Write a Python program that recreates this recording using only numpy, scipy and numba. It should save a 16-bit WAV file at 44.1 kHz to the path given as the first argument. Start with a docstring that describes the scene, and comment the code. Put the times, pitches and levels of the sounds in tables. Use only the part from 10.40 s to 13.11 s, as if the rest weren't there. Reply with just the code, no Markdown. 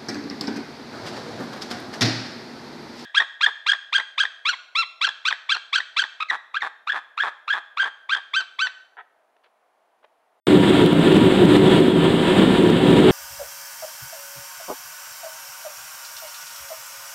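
"""A low roar and a hiss: a gas forge is burning in a small sheet-metal workshop.
The flame rumbles and puffs, booming in the chamber and the room, while gas and air hiss through the
burner tube and whistle briefly. A rolling mill clinks once and a motor whines faintly.
Hard puffs trip a limiter, which turns everything down with a tiny click and lets it creep back up."""
import sys
import numpy as np
from scipy.fft import rfft, irfft, next_fast_len
from scipy.io import wavfile
from scipy.ndimage import map_coordinates
from numba import njit

SR = 44100
rng = np.random.default_rng(int(sys.argv[2]) if len(sys.argv) > 2 else 0)


def wrap_up_sound(samples):
    """Save the sound to the file named by the first command line argument, as 16-bit audio."""
    columns = np.atleast_2d(samples).T
    # keep every value between -1 and 1, then stretch to whole-number steps
    tamed = np.clip(columns, -1, 1)
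    steps = np.round(tamed * 32767).astype(np.int16)
    wavfile.write(sys.argv[1], SR, steps)


N = 119511


def flame(flutter_db):
    """Burning gas makes a low noise that booms in the chamber and the room."""
    # how strong the rumble is from low to high: f/Hz, relative level/dB
    spectrum = [(20, -46), (55, -25), (80, -19), (120, -9), (170, -6.5), (260, -6.5), (370, -6), (470, -12),
                (600, -18.5), (900, -30.5), (2000, -59)]
    # notes at which chamber and room ring: f/Hz, width/Hz, boost/dB
    resonances = [(119, 8, 5), (135.7, 7, 2), (166, 15, 10), (196.65, 11.1, 12), (234.7, 8.2, 8),
                  (255.6, 13, 6.5), (269, 5.9, 5.5), (293.9, 9, 15), (320.3, 16.7, 10), (358.6, 11, 11),
                  (376.4, 9, 13), (385.7, 6, 5.5), (431, 13.8, 10.5), (513.5, 22, 7.5), (535.6, 23, 5.5)]
    # how the rumble rises and falls: t/s, relative level/dB
    loudness = [(.08, -13), (.3, -12), (.44, -13), (.5, -17), (.62, -15), (.78, -10.5), (.95, -15),
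                (1.03, -12.5), (1.16, -12), (1.33, -12.5), (1.5, -14.5), (1.7, -15.5), (1.85, -18),
                (2.0, -11), (2.17, -14), (2.25, -14.5), (2.5, -10.5), (2.7, -11.5)]
    rumble = unit(turbulence(spectrum, resonances) * amp(flutter_db))
    return rumble * amp(curve(loudness) + .05)


def jet(flutter_db):
    """Gas and blown air hiss as they rush through the burner tube."""
    # how strong the hiss is from low to high: f/Hz, relative level/dB
    spectrum = [(200, -2.5), (500, 7), (750, 5.5), (1100, 2), (1400, 0.5), (1650, -1.5), (2050, -1.5),
                (2500, -3.5), (2900, 0.5), (3550, 0.5), (3850, -3), (4150, -9), (5000, -20), (5900, -30),
                (6700, -24.5), (7500, -18), (8300, -16), (9200, -22.5), (10500, -26.5), (12200, -34),
                (13300, -34), (14400, -43), (15800, -46)]
    # notes at which the tube rings: f/Hz, width/Hz, boost/dB
    resonances = [(608, 8.8, 2), (700, 23, 2.5), (772, 7.6, 3.5), (957.6, 19.7, 11), (1078, 14, -1),
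                  (1392, 32, 7), (1757, 61, 7), (2180, 50, 2.5), (2896, 100, 1), (3250, 30, 3)]
    # how the hiss rises and falls, before its swings are softened: t/s, relative level/dB
    loudness = [(.08, -24.5), (.2, -27.5), (.28, -22.5), (.35, -22.5), (.42, -25), (.46, -28.5),
                (.58, -28.5), (.67, -23), (.70, -26.5), (.77, -19.5), (.81, -21.5), (.85, -27.5),
                (1.0, -26), (1.04, -29.5), (1.16, -20.5), (1.21, -29), (1.34, -21.5), (1.42, -28.5),
                (1.55, -32), (1.66, -25.5), (1.76, -29.5), (1.88, -23.5), (1.93, -26.5), (1.99, -22.5),
                (2.1, -27.5), (2.18, -23), (2.22, -29.5), (2.3, -26.5), (2.42, -28), (2.5, -24),
                (2.58, -23.5), (2.63, -27), (2.7, -22)]
    hiss = unit(turbulence(spectrum, resonances) * amp(flutter_db))
    db = curve(loudness)
    softened_db = db.mean() + .83 * (db - db.mean())
    return hiss * amp(softened_db + 3)


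def puffs(roar, hz=294, width_s=.0021, trim_db=-3):
    """Each puff of the flame is a low thump that pushes the air the way the roar already does."""
    # hard puffs: t/s, peak level before the trim/dB
    thumps = [(.177, -3), (.312, -3.5), (.354, -6), (.430, -5), (.443, -1.5), (0.532, -1), (.596, -4),
              (.672, -6), (.781, -0.5), (0.82, -2.5), (.888, -13), (0.925, -1.5), (1.021, -2), (1.171, 0),
              (1.407, -2), (1.484, 1.5), (1.681, -3), (1.743, -1), (1.890, -18), (1.999, 1), (2.080, -6),
              (2.188, -2), (2.303, 2.5), (2.507, 0), (2.598, -6)]
    t = np.arange(N) / SR
    out = np.zeros(N)
    for s, db in thumps:
        direction = np.sign(np.interp(s, t, roar))
        envelope = amp(db + trim_db) * np.exp(-((t - s) / width_s) ** 2)
        out += direction * envelope * np.cos(2 * np.pi * hz * (t - s))
    return out


def whistle():
    """The jet gives a thin, wavering whistle whose pitch sags and rises again."""
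    # path of the whistle: t/s, f/Hz, average level/dB
    path = [(1.23, 3365, -58), (1.27, 3360, -32), (1.40, 3390, -45), (1.50, 3375, -39), (1.56, 3200, -34),
            (1.609, 2987, -42), (1.68, 3410, -34), (1.73, 3456, -60)]
    s, hz, db = np.transpose(path)
    t = np.arange(N) / SR
    pitch = np.interp(t, s, hz) + 40 * wobble(200)
    level_db = np.interp(t, s, db, left=-120, right=-120) + 2 * wobble(40)
    return tone(pitch, level_db)


def mill(crack_db=-10, crack_fade_s=.003):
    """Metal knocks in the rolling mill: a tiny crack of contact and a ring that dies quickly."""
    # the clink: t/s, ring's peak level/dB, f/Hz, time to fade by 60 dB/s
    clinks = [(0.4618, -16, 3350, 0.015)]
    out = np.zeros(N)
    for s, db, hz, fade_s in clinks:
        age = np.maximum(np.arange(N) / SR - s, 0)
        crack = (age > 0) * amp(crack_db - 60 * age / crack_fade_s) * rng.standard_normal(N)
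        ring = amp(-60 * age / fade_s) * np.sin(2 * np.pi * hz * age)
        out += amp(db) * (ring + crack)
    return out


def motor(drift_hz=1.74):
    """A motor whines on two faint, slightly unsteady notes."""
    # notes of the whine: f/Hz, average level/dB
    notes = [(1590, -47.5), (1791, -48)]
    return sum(tone(hz + drift_hz * wobble(12), db) for hz, db in notes)


def turbulence(spectrum, resonances):
    """Swirling gas makes a broad noise; the space around it boosts the notes at which it rings."""
    def response(f):
        points, db = np.transpose(spectrum)
        broad = amp(np.interp(np.log(f + 1), np.log(points), db))
        peaks = sum((amp(boost) ** 2 - 1) / (1 + (2 * (f - hz) / width) ** 2) ** 2
                    for hz, width, boost in resonances)
        return broad * np.sqrt(np.abs(1 + peaks))
    return unit(filtered(rng.standard_normal(N), response))


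def tone(hz, db):
    """A pure tone that follows a changing pitch, at an average (rms) level of db."""
    return amp(db) * np.sqrt(2) * np.sin(2 * np.pi * np.cumsum(hz) / SR)


def amp(db):
    """Turn decibels into a number to multiply by."""
    return 10 ** (np.asarray(db) / 20)


def unit(x):
    """Scale a sound to an average (rms) strength of 1."""
    return x / np.sqrt(np.mean(x ** 2) + 1e-20)


def curve(rows):
    """Join (time, value) points with straight lines, one value per sample."""
    return np.interp(np.arange(N) / SR, *np.transpose(rows))


def wobble(rate):
    """A smooth curve through random points, rate of them a second."""
    points = rng.standard_normal(int(N * rate / SR) + 4)
    return map_coordinates(points, [np.arange(N) * rate / SR])


def filtered(x, response):
    """Multiply each frequency f in the sound by response(f)."""
    size = next_fast_len(N + SR // 2)
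    return irfft(rfft(x, size) * response(np.fft.rfftfreq(size, 1 / SR)), size)[:N]


@njit
def limiter(x, limit, duck, recover, glide):
    """When the sound passes the limit, the volume drops within a few samples, then climbs back."""
    out, goal, gain = np.zeros(len(x)), 1.0, 1.0
    for i in range(len(x)):
        if abs(x[i]) * goal > limit:
            goal *= duck
        gain += glide * (goal - gain)
        out[i] = x[i] * gain
        goal = min(1.0, goal * recover)
    return out


def scene():
    """Add up the workshop: flame and jet flutter together, and the flame also heaves more slowly."""
    flutter = wobble(45)
    heave_db = 1.5 * wobble(14)
    roar = flame(.5 * flutter + heave_db) + jet(.68 * flutter)
    return (roar + puffs(roar) + whistle() + motor() + mill())[None]


def record(dry):
    """After a moment of silence the sound comes in, its peaks limited and its highest treble cut."""
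    start_s, top_hz = .069, 15850
    limit, duck_db, attack_s, recover_db_per_s = .76, 2.0, .000018, 100
    switched_on = np.arange(N) / SR >= start_s
    glide = 1 - np.exp(-1 / (attack_s * SR))
    limited = limiter(dry[0] * switched_on, limit, amp(-duck_db), amp(recover_db_per_s / SR), glide)
    return filtered(limited, lambda hz: hz < top_hz)[None]


dry = scene()
out = record(dry)
wrap_up_sound(out)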